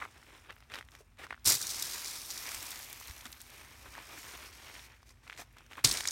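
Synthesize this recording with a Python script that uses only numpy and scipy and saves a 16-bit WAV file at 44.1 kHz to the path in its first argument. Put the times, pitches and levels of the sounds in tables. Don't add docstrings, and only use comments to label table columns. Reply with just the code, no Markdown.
import sys
import numpy as np
from scipy import signal
from scipy.fft import rfft, irfft, next_fast_len
from scipy.io import wavfile
from scipy.ndimage import uniform_filter1d, map_coordinates

SR = 44100
rng = np.random.default_rng(int(sys.argv[2]) if len(sys.argv) > 2 else 0)


def makeup_ratio(level_db):
    decades = np.asarray(level_db, float) / 20
    return 10 ** decades


def to_wav(sig):
    pcm = np.clip(np.atleast_2d(sig), -1, 1) * 32767
    pcm = np.round(pcm).astype(np.int16)
    wavfile.write(sys.argv[1], SR, pcm.T)


N = 269451

# frequency in Hz, level in dB per Hz.
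NIGHT_COLOUR = [(20, -45), (35, -18), (55, -3.5), (80, -4.5), (120, -6.5), (170, -21.5), (250, -23),
                (420, -32.5), (3000, -47), (10000, -44.5), (16000, -52.5)]
# start in
# seconds, peak in dB, ring in Hz, T60 in seconds.
STRAP_SLIPS = [
    (0.0144, -35, 1160, 0.015),
    (0.0194, -26, 1350, 0.0063),
    (0.0229, -21.5, 1350, 0.0056),
    (0.0268, -29, 1410, 0.0042),
    (0.031, -34, 1170, 0.011),
    (0.038, -40, 1610, 0.011),
    (0.044, -38, 1490, .008),
    (0.0523, -26, 1350, 0.0053),
    (0.0595, -35, 900, .005),
    (5.7805, -36, 1090, 0.016),
]
# start
# in seconds, peak in dB, boom in Hz, T60 in seconds.
THUDS = [(1.005, -40, 430, 0.03), (1.468, -38, 96, 0.25), (1.49, -37.5, 390, 0.13), (2.45, -54, 45, 0.078),
         (2.56, -42.5, 53, 0.16), (3.098, -32.5, 57, 0.048), (3.4, -50, 59, .06), (3.885, -44, 57, 0.065),
         (3.78, -46, 70, .08), (3.7, -53, 110, 0.072), (3.255, -44.5, 242, 0.096),
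         (5.39, -40.5, 705, 0.065), (5.845, -24, 116, 0.092), (5.847, -24, 3220, 0.015),
         (5.87, -40, 48, 0.3), (5.846, -35, 286, 0.12)]
# start in seconds, peak in dB, ring in Hz, spit of grit over it in dB.
TRODDEN_STONES = [(0.228, -43.5, 1370, -19), (0.5007, -30, 1700, -25), (0.5059, -28, 1800, -19),
                  (0.526, -38, 1660, -15), (0.565, -42, 1620, -26), (0.6047, -43.5, 1730, -4),
                  (0.625, -42.5, 1500, -18), (0.7, -36.5, 1840, -12), (0.719, -28.5, 1810, -14),
                  (0.7387, -23, 2100, -15.5), (0.744, -26.5, 1970, -9.5), (0.7558, -25, 1940, -10),
                  (0.787, -31, 1670, -6.5), (0.8101, -29, 1700, -17), (0.826, -37, 1880, -16),
                  (0.887, -39, 1770, -14), (0.9184, -49, 2010, 4.5), (0.951, -31.5, 2000, -10.5),
                  (1.2424, -33, 1710, -8), (1.267, -36, 1350, -10), (1.3053, -31, 1900, -22),
                  (1.3076, -22.5, 1380, -23.5), (1.3117, -43, 1250, -20), (1.3145, -41, 1650, -20),
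                  (1.324, -38, 1900, -21), (1.3263, -25.5, 1320, -29), (1.3292, -30, 1560, -30),
                  (1.3378, -39, 1800, -21), (1.172, -54, 1800, -3), (1.351, -49, 1700, -12),
                  (1.4755, -25, 1480, -30), (1.483, -30, 1530, -31), (1.495, -27, 1330, -30),
                  (1.609, -36, 1440, -32), (1.618, -33.5, 1490, -30), (1.344, -36, 1580, -31),
                  (1.364, -48, 1500, -24), (1.377, -44, 1490, -20)]
# start in
# seconds, peak in dB, ring in Hz, spit of grit over it in dB.
SCOOPED_STONES = [(3.11, -31, 2360, -4), (3.858, -41.5, 1110, -17), (3.862, -39, 1460, -20),
                  (3.936, -37, 2100, -11), (3.952, -32, 1630, -21), (3.9714, -37, 1330, -22),
                  (3.98, -38.5, 920, -20), (3.9895, -31, 1920, -19), (4.1769, -34, 1580, -13),
                  (4.7524, -30, 2290, -15), (4.7935, -30, 2380, -21), (3.012, -38.5, 1090, -20),
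                  (3.2082, -34, 2200, -17), (3.2557, -29, 2700, -20), (3.259, -45, 1010, -20),
                  (3.263, -48, 900, -20), (3.274, -41, 2200, -20), (5.0296, -46, 1200, -2.5),
                  (5.092, -55.5, 1490, 10.5), (5.107, -64.5, 1510, 18), (5.2762, -40, 1610, -10),
                  (5.268, -47, 1290, -19), (5.2778, -35, 2300, -12), (5.2795, -49, 1110, -11),
                  (5.308, -35, 2300, -20), (5.331, -36, 2200, -20), (5.339, -36, 2600, -15),
                  (5.348, -45, 1900, -12), (5.359, -56, 1400, -15), (5.298, -23.5, 1800, -22),
                  (5.301, -39, 1870, -24), (5.343, -46, 1500, -15), (5.364, -42.5, 2500, -4),
                  (5.4, -49, 746, -20), (5.42, -45.5, 750, -17), (5.321, -37, 1630, -15),
                  (5.3269, -30.5, 1750, -15), (5.376, -35.5, 1990, -3)]
# start in seconds, peak in dB, ring in Hz, spit over it in dB.
SWUNG_STONES = [(5.569, -45, 1230, -5), (5.584, -53.5, 1300, 10), (5.6067, -45, 1120, -8),
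                (5.664, -51, 1500, 3), (5.732, -30, 2100, -18), (5.7545, -33, 1950, -23),
                (5.781, -40, 1900, -23), (5.899, -29, 1190, -25), (6.035, -34, 1500, -25),
                (6.0077, -33.5, 1100, -25), (5.7185, -47, 1500, -15), (5.722, -37, 2100, -15),
                (5.798, -45, 1900, -17), (5.812, -46, 1500, -14), (5.846, -14, 2660, -24),
                (5.973, -33, 2240, -20), (6.0069, -23, 1980, 0), (5.77, -55, 1650, 8),
                (6.054, -20, 1810, -30)]
# start in seconds, length in seconds, level in dB, grit over it in dB.
SCUFFS = [(0.0, 0.052, -54.5, -6.5), (0.155, 0.021, -57.5, -17), (0.276, 0.024, -60.5, -6),
          (0.323, 0.061, -58.5, -9.5), (0.498, 0.0078, -49.5, -28), (0.699, .015, -58.5, -15),
          (0.718, 0.036, -51, -8), (0.745, 0.048, -47.5, -10.5), (0.93, 0.039, -59.5, -7),
          (0.9, 0.035, -72, -5), (0.989, 0.019, -61, -2), (1.191, 0.016, -47, -11.5),
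          (1.223, 0.028, -47.5, -12.5), (1.29, 0.038, -61, -7), (3.255, 0.0065, -48, -6),
          (3.526, 0.08, -62.5, 4), (3.857, 0.013, -55, -10), (3.921, 0.02, -54, -12),
          (3.965, 0.047, -51, -23), (4.091, 0.092, -52, -22), (4.245, 0.11, -53, -25),
          (4.39, 0.057, -57, -25), (4.684, 0.021, -63, -25), (4.882, 0.042, -62, -16),
          (5.065, 0.046, -64, -0.5), (5.235, 0.1, -62, -4.5), (5.34, 0.036, -62, -6.5),
          (5.383, 0.035, -48, -2.5), (5.568, 0.035, -58.5, -12), (5.717, 0.0066, -53.5, -7),
          (5.706, 0.047, -59, -4), (5.775, 0.021, -46.5, -11)]
# time in seconds, level in dB.
STIR = [(0, -60.5), (.45, -62.5), (.69, -68), (.9, -68), (1.1, -73.5), (1.43, -68.5), (3.4, -61),
        (3.8, -59), (4.8, -62.5), (5, -67), (5.18, -70.5), (5.5, -67.5), (5.83, -64)]
# frequency in Hz, level in dB per Hz.
SCUFF_COLOUR = [(60, -73), (150, -13.5), (300, -2), (600, -6), (1000, -2), (1750, -1.5), (2500, -1),
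                (3700, -10.5), (7000, -43.5)]
# time in seconds, flow in dB, coarse sand over fine in dB.
SAND_FLOWS = [
    [(1.47, -51, -22), (1.62, -39.5, -11.5), (1.82, -39.5, -7), (2.23, -44.5, -8.5), (2.58, -45.5, -1.5),
     (3.15, -56.5, 1), (3.4, -62.5, -2), (3.5, -73, 7)],
    [(3.4, -60.5, -31), (3.52, -59.5, 5), (3.82, -61, -2), (4.03, -57.5, 1.5), (4.2, -50, -7),
     (4.47, -53.5, 3), (4.52, -61.5, 2), (4.66, -55.5, 2), (4.81, -56.5, 3.5), (4.865, -55.5, 1),
     (4.89, -76, 7), (4.97, -70.5, 5)],
    [(5.85, -53, -6), (5.89, -33.5, -12), (5.95, -37.5, -2), (6.03, -45.5, -6.5), (6.08, -43.5, -1),
     (6.11, -45.5, -8)],
]
# dust at the start in dB, dust at the end in dB.
FLOW_DUST = [(-10.5, -2), (-5.5, -9), (-17, -11)]
# frequency in Hz, level in dB per Hz.
SLIDE_COLOUR = [(150, -19.5), (280, -7), (520, -8.5), (1000, -3), (1500, -3.5), (2300, 0), (3000, -4),
                (4500, -14.5), (7000, -51)]
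# start in seconds, peak in dB, centre in Hz, knock over it in dB.
CRUMBS = [(1.7454, -29, 5920, -22), (1.766, -26, 6620, -20), (1.792, -27, 7000, -18),
          (1.824, -18, 6600, -25), (1.852, -27.5, 7020, -24), (1.9216, -28, 5660, -10),
          (1.9336, -27.5, 5860, -14), (1.946, -31, 8550, -5), (1.983, -29.5, 6530, -20),
          (2.046, -26, 5470, -25), (2.059, -27, 6000, -13), (2.162, -31.5, 5500, -18),
          (2.304, -26.5, 6260, -7), (2.308, -28, 6000, -12), (2.3764, -27, 6150, -23),
          (2.4651, -30.5, 6450, -20), (2.49, -27, 6600, -20), (2.546, -26, 7960, -3),
          (2.627, -26.5, 8890, -14), (2.7064, -27, 8500, -20), (2.717, -28.5, 5830, -20),
          (2.758, -32.5, 5800, -18), (2.9285, -27.5, 8250, -11), (3.073, -33.5, 9500, -18),
          (3.081, -35.5, 6000, 0.5), (3.0963, -37, 7000, -10), (3.179, -39, 6050, -10),
          (3.255, -33, 6040, 4.5), (3.325, -40, 9000, -20), (3.404, -38.5, 6000, 0),
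          (3.4155, -33, 9500, -18)]
# start in seconds, peak in dB, centre in Hz.
SPECKS = [(0.5231, -49, 9000), (0.54, -59, 8000), (0.5575, -51, 11000), (0.5849, -58, 9000),
          (0.6046, -56, 9000), (0.637, -54, 3500), (0.8493, -52, 6000), (0.876, -56, 7000),
          (0.909, -51, 8000), (0.925, -54, 7000), (1.693, -24, 5540), (1.703, -24.5, 6500),
          (1.713, -26, 6000), (1.7344, -30, 5460), (1.797, -23.5, 6000), (1.869, -30, 6500),
          (1.913, -28.5, 6000), (1.941, -25, 6000), (1.995, -40, 6500), (2.11, -36, 5000),
          (2.313, -29, 6000), (2.398, -42, 5000), (2.438, -36, 7000), (2.548, -36, 9000),
          (2.6654, -35, 7000), (2.791, -34, 9000), (2.8225, -37.5, 9000), (2.843, -36, 11000),
          (2.8993, -35, 11400), (2.905, -38, 6000), (2.968, -43, 7000), (3.0003, -34.5, 8470),
          (3.055, -42, 4500), (3.163, -43.5, 3500), (3.19, -42, 11000), (3.164, -39, 8000),
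          (3.009, -38, 10000), (3.202, -53, 5000), (3.21, -37.5, 5800), (3.2443, -45, 5270),
          (3.318, -37, 12000), (3.3273, -33.5, 4530), (3.368, -52, 5500), (3.5015, -40.5, 6890),
          (4.371, -39, 9000), (4.438, -47, 9000), (4.5101, -48, 9000), (4.528, -42.5, 4000),
          (4.55, -45, 9000), (4.8997, -52, 2440), (4.921, -51, 4970), (1.298, -50, 3300),
          (1.395, -56, 4500), (1.2585, -55, 5500), (3.408, -42, 3350), (5.527, -51, 12000),
          (5.77, -43, 9970), (5.7885, -50.5, 9000), (5.33, -50, 4500), (5.348, -50, 4000),
          (1.3375, -61, 2980)]
# start in seconds, length in seconds, grit in dB, finest dust over grit in dB.
THROWS = [
    (1.445, .01, -44.5, -6),
    (1.454, 0.013, -31, -7.5),
    (1.463, 0.043, -25, -10),
    (1.493, 0.048, -29, -7.5),
    (5.8415, .002, -37, -1),
    (5.8439, 0.0054, -20.5, -20),
]
# frequency in Hz, level in dB per Hz.
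GRIT_COLOUR = [(600, -80), (1500, -35.5), (2900, -10.5), (4000, -7), (5500, 0), (7500, -3), (9400, -1.5),
               (10500, -3), (12500, -49)]
# frequency in Hz, level in dB per Hz.
DUST_COLOUR = [(8000, -48), (10300, 1.5), (11500, -1.5), (13000, -2), (15500, -5.5), (16000, -9.5)]
# frequency in Hz, level in dB per Hz.
BOOM_COLOUR = [(40, -71), (80, -38), (130, 1.5), (240, -1), (400, 4), (600, -29.5), (1000, -18.5),
               (3000, -83)]
# start in seconds, peak in dB, centre in Hz, fall-off at one octave in dB.
CLODS = [(1.454, -29.5, 6500, 2), (1.459, -14.5, 7530, 16.5), (1.473, -9.5, 7470, 18),
         (1.4806, -12, 7640, 16), (1.4915, -13, 7340, 16), (1.5002, -9.5, 7270, 13.5),
         (1.5105, -18, 6520, 15), (1.5305, -27, 7060, 9.5), (1.5232, -20, 6640, 19.5),
         (1.5514, -18, 6960, 11), (1.5906, -32, 5900, 10.5), (1.6142, -21, 6400, 12.5),
         (1.6262, -24, 6440, 10.5), (1.6685, -23.5, 6730, 14.5), (1.677, -29.5, 6520, 7),
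         (2.0927, -31, 5570, 18), (2.606, -31, 5600, 8.5), (3.265, -35, 4960, 6), (4.0234, -41, 8000, 11),
         (5.8408, -36, 6000, 1), (5.8437, -26, 6500, 6), (5.8445, -19, 2800, 19.5), (5.8495, -16, 2900, 17),
         (5.8535, -23, 2930, 22), (5.8462, -7.5, 6000, 18), (5.8478, -8.5, 6140, 14.5),
         (5.8505, -20.5, 3360, 26), (5.856, -14, 4000, 17), (5.864, -27.5, 6000, 8),
         (5.891, -24.5, 5500, 9), (5.939, -25.5, 8000, 2), (5.956, -35, 9000, 6), (5.986, -31.5, 8000, 5),
         (5.913, -13.5, 5140, 9), (5.9251, -20.5, 7600, 9), (5.9725, -19.5, 5280, 7.5),
         (6.0063, -31, 5450, 5.5), (6.0396, -32, 6140, 23), (6.0558, -28, 6430, 22),
         (6.0739, -16.5, 5750, 12), (6.0855, -16.5, 6000, 47), (6.1081, -22, 6830, 13)]
# frequency in Hz, level in dB.
MIC_PORT = [(25, -8), (45, 0), (2300, -1.5), (2900, -3), (3800, 1.5), (9500, -3.5), (10400, -8.5),
            (11300, -0.5)]

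THROW_RISE_DB_S, THROW_FALL_DB_S = 13999, 331.5
SCUFF_RISE_DB_S, SCUFF_FALL_DB_S = 1600, 658
THROW_COARSE_DB = -14.5
STIR_GRIT_DB, SCUFF_DUST_DB, STIR_DUST_DB = -5.5, -9.5, -8.5
CRUMB_SLOPE_DB, SPIT_SLOPE_DB, SPECK_SLOPE_DB = 11, 6, 7.5
CRUMB_RING_HZ, SPIT_HZ = 2100, 4700
SNAP_CYCLES = 5


def unit(x):
    return x / np.sqrt(np.mean(x ** 2) + 1e-20)


def gain(points, f):
    hz, db = np.transpose(points)
    return makeup_ratio(np.interp(np.log(f + 1), np.log(hz), db))


def filtered(x, response):
    m = 2 * next_fast_len(len(x) // 2 + 4096)
    spectrum = rfft(x, m) * response(np.fft.rfftfreq(m, 1 / SR))
    return irfft(spectrum, m)[:len(x)]


def causal(size):
    cepstrum = irfft(np.log(size + 1e-6))
    cepstrum[1:len(size) - 1] *= 2
    cepstrum[len(size):] = 0
    return np.exp(rfft(cepstrum))


def coloured(x, spectrum):
    return unit(filtered(x, lambda f: causal(gain(spectrum, f))))


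def wobble(rate):
    return map_coordinates(rng.standard_normal(N // 100), [np.arange(N) * rate / SR])


def patter(rate, spread_db, fall_s):
    chance = rng.random(N)
    size = np.minimum(rng.exponential(size=N), 3)
    landings = (chance < rate / SR) * makeup_ratio(2 * spread_db * size)
    fade = np.exp(-1 / (fall_s * SR))
    power = signal.lfilter([1], [1, -fade], landings)
    return np.sqrt(np.abs(power) / power.mean())


def patchy(depth_db):
    z = signal.stft(rng.standard_normal(N + 512), nperseg=512)[2]
    field = uniform_filter1d(rng.standard_normal(z.shape), size=7, axis=0)
    field = uniform_filter1d(field, size=30, axis=1)
    return signal.istft(z * makeup_ratio(depth_db * np.tanh(unit(field))), nperseg=512)[1][:N]


def stream(spectrum, clumps, smooth, lumpy_db):
    size = np.sqrt(smooth + (1 - smooth) * clumps ** 2)
    size = size * makeup_ratio(lumpy_db * wobble(25))
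    return coloured(size * patchy(depth_db=2.0), spectrum)


def ticks(count, mean_hz, cycles, spread_db):
    when, pitch, size = rng.random((3, count, 1))
    hz = mean_hz * 2 ** (1.6 * (pitch - 0.5))
    k = np.arange(96)
    ring = np.sin(2 * np.pi * hz * k / SR) * np.exp(-hz * k / SR / cycles)
    ring = ring * makeup_ratio(-spread_db * np.log(size + 0.016))
    places = k + (when * N).astype(int)
    return unit(np.bincount(places.ravel(), ring.ravel(), N)[:N])


def knocks(table, count, attack, upper, crumbs, gain_db):
    out, t = np.zeros(N + SR), np.arange(count) / SR
    for s, db, hz, t60 in table:
        ring = np.sin(2 * np.pi * hz * t) + upper * np.sin(2 * np.pi * 1.48 * hz * t)
        band = signal.butter(2, [0.92 * hz, 1.55 * hz], "bandpass", fs=SR, output="sos")
        rattle = unit(signal.sosfilt(band, rng.standard_normal(count)))
        blow = ring * makeup_ratio(-60 * t / t60) + crumbs * rattle * makeup_ratio(-18 * t / t60)
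        onset = 1 - np.exp(-(t / attack) ** 2)
        out[round(s * SR):][:count] += makeup_ratio(db + gain_db) * onset * blow
    return out[:N]


def swells(t, table, rise_db_s, fall_db_s):
    s, length, db, over_db = np.transpose(table)[:, :, None]
    rise = rise_db_s * np.maximum(s - t, 0)
    fall = fall_db_s * np.maximum(t - s - length, 0)
    power = makeup_ratio(2 * (db - rise - fall))
    return power.sum(axis=0), (power * makeup_ratio(2 * over_db)).sum(axis=0)


def movement():
    t = np.arange(0, N, 16) / SR
    thrown, thrown_dust = swells(t, THROWS, THROW_RISE_DB_S, THROW_FALL_DB_S)
    scuffed, kicked = swells(t, SCUFFS, SCUFF_RISE_DB_S, SCUFF_FALL_DB_S)
    stir = makeup_ratio(2 * np.interp(t, *np.transpose(STIR)))
    flow, coarse, fine = np.zeros((3, len(t)))
    for table, dust_db in zip(SAND_FLOWS, FLOW_DUST):
        s, db, coarse_db = np.transpose(table)
        moving = (t >= s[0]) & (t <= s[-1])
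        flow_db = np.interp(t, s, db)
        flow = flow + moving * makeup_ratio(2 * flow_db)
        coarse = coarse + moving * makeup_ratio(2 * np.interp(t, s, db + coarse_db))
        fine = fine + moving * makeup_ratio(2 * (flow_db + np.interp(t, s[[0, -1]], dust_db)))
    resting = stir * makeup_ratio(2 * STIR_GRIT_DB)
    scuff = scuffed + stir + thrown * makeup_ratio(2 * THROW_COARSE_DB)
    grit = thrown + flow + kicked + resting
    dust = thrown_dust + fine + kicked * makeup_ratio(2 * SCUFF_DUST_DB) + resting * makeup_ratio(2 * STIR_DUST_DB)
    return [np.interp(np.arange(N) / SR, t, np.sqrt(p)) for p in (scuff, coarse, grit, dust)]


def night():
    turns = np.cumsum(56 + 5 * wobble(5.4)) / SR
    drone = makeup_ratio(-64.5 + 1.5 * wobble(13)) * np.sin(2 * np.pi * turns)
    overtone = makeup_ratio(-75.0) * np.sin(2 * np.pi * 241 * np.arange(N) / SR + wobble(19))
    return makeup_ratio(-64.0) * coloured(rng.standard_normal(N), NIGHT_COLOUR) + drone + overtone


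def strap_creak():
    return knocks(STRAP_SLIPS, count=SR // 16, attack=0.00055, upper=0.55, crumbs=0.094, gain_db=7.0)


def soft_thuds():
    return knocks(THUDS, count=SR // 4, attack=0.0026, upper=0, crumbs=0.19, gain_db=-2.0)


def snapping_stones():
    snaps = [(s, db, hz, SNAP_CYCLES / hz) for s, db, hz, _ in TRODDEN_STONES + SCOOPED_STONES + SWUNG_STONES]
    snaps += [(s, db + knock_db, CRUMB_RING_HZ, SNAP_CYCLES / CRUMB_RING_HZ) for s, db, _, knock_db in CRUMBS]
    return knocks(snaps, count=SR // 16, attack=0.00039, upper=0.25, crumbs=0.16, gain_db=10.0)


def ground_and_sand(scuffing, sliding, clumps):
    scuff = stream(SCUFF_COLOUR, clumps, smooth=0.52, lumpy_db=1.0)
    gravel = ticks(count=1500, mean_hz=1700, cycles=0.93, spread_db=1.0)
    gravel = gravel * (makeup_ratio(-10.5) * scuffing + makeup_ratio(-27.0) * sliding)
    slide = stream(SLIDE_COLOUR, clumps, smooth=0.58, lumpy_db=1.64)
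    return scuffing * scuff + sliding * slide + gravel


def grit_on_panel(pelting, dusting, clumps):
    grit = stream(GRIT_COLOUR, clumps, smooth=0.56, lumpy_db=0.66)
    grit = grit + makeup_ratio(-12.0) * ticks(count=4000, mean_hz=6000, cycles=0.8, spread_db=0.0)
    dust = stream(DUST_COLOUR, clumps, smooth=0.66, lumpy_db=0.5)
    boom = stream(BOOM_COLOUR, clumps, smooth=0.4, lumpy_db=1.3)
    return makeup_ratio(-0.7) * pelting * grit + makeup_ratio(1.0) * dusting * dust + makeup_ratio(-17.5) * pelting ** 1.19 * boom


def bursts(table):
    out, t = np.zeros(N + SR), np.arange(SR // 20) / SR
    noises = rng.standard_normal((len(table), len(t)))
    hops = rng.random(len(table))
    for (s, db, hz, slope_db), noise, hop in zip(table, noises, hops):
        puff = filtered(noise, lambda f: makeup_ratio(-abs(slope_db) * np.log2((f + 1) / hz) ** 2))
        puff = puff / np.sqrt(np.mean(puff[:60] ** 2))
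        t60 = 0.014 * makeup_ratio(0.12 * (db + 13.5))
        late = t - 0.002 - 0.0014 * hop
        size = makeup_ratio(-60 * t / t60) * (1 - np.exp(-t / 0.0001))
        size = size + (late > 0) * makeup_ratio(-11.0 - 60 * late / t60)
        out[round(s * SR):][:len(t)] += makeup_ratio(db - 4.0) * size * puff
    return out[:N]


def bursting_clods():
    puffs = CLODS + [(s, db, hz, CRUMB_SLOPE_DB) for s, db, hz, _ in CRUMBS]
    puffs += [(s, db, hz, SPECK_SLOPE_DB) for s, db, hz in SPECKS]
    all_stones = TRODDEN_STONES + SCOOPED_STONES + SWUNG_STONES
    puffs += [(s, db + spit_db, SPIT_HZ, SPIT_SLOPE_DB) for s, db, _, spit_db in all_stones]
    return bursts(puffs)


def scene():
    knocking = snapping_stones() + soft_thuds() + strap_creak()
    scuffing, sliding, pelting, dusting = movement()
    panel_clumps = patter(rate=240, spread_db=2.1, fall_s=0.0013)
    ground_clumps = patter(rate=230, spread_db=4.0, fall_s=0.0019)
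    ground = ground_and_sand(scuffing, sliding, ground_clumps)
    panel = grit_on_panel(pelting, dusting, panel_clumps) + bursting_clods()
    return (knocking + ground + panel + night())[None]


def low_pass(x):
    return signal.sosfilt(signal.butter(12, 16620, fs=SR, output="sos"), x)


def record(dry):
    top_hz, ceiling = 15950, 0.65
    x = filtered(dry[0], lambda f: gain(MIC_PORT, f) * (f < top_hz))
    x = x / (1 + np.abs(x / ceiling) ** 4) ** (1 / 4)
    return low_pass(x[None])


dry = scene()
out = record(dry)
to_wav(out)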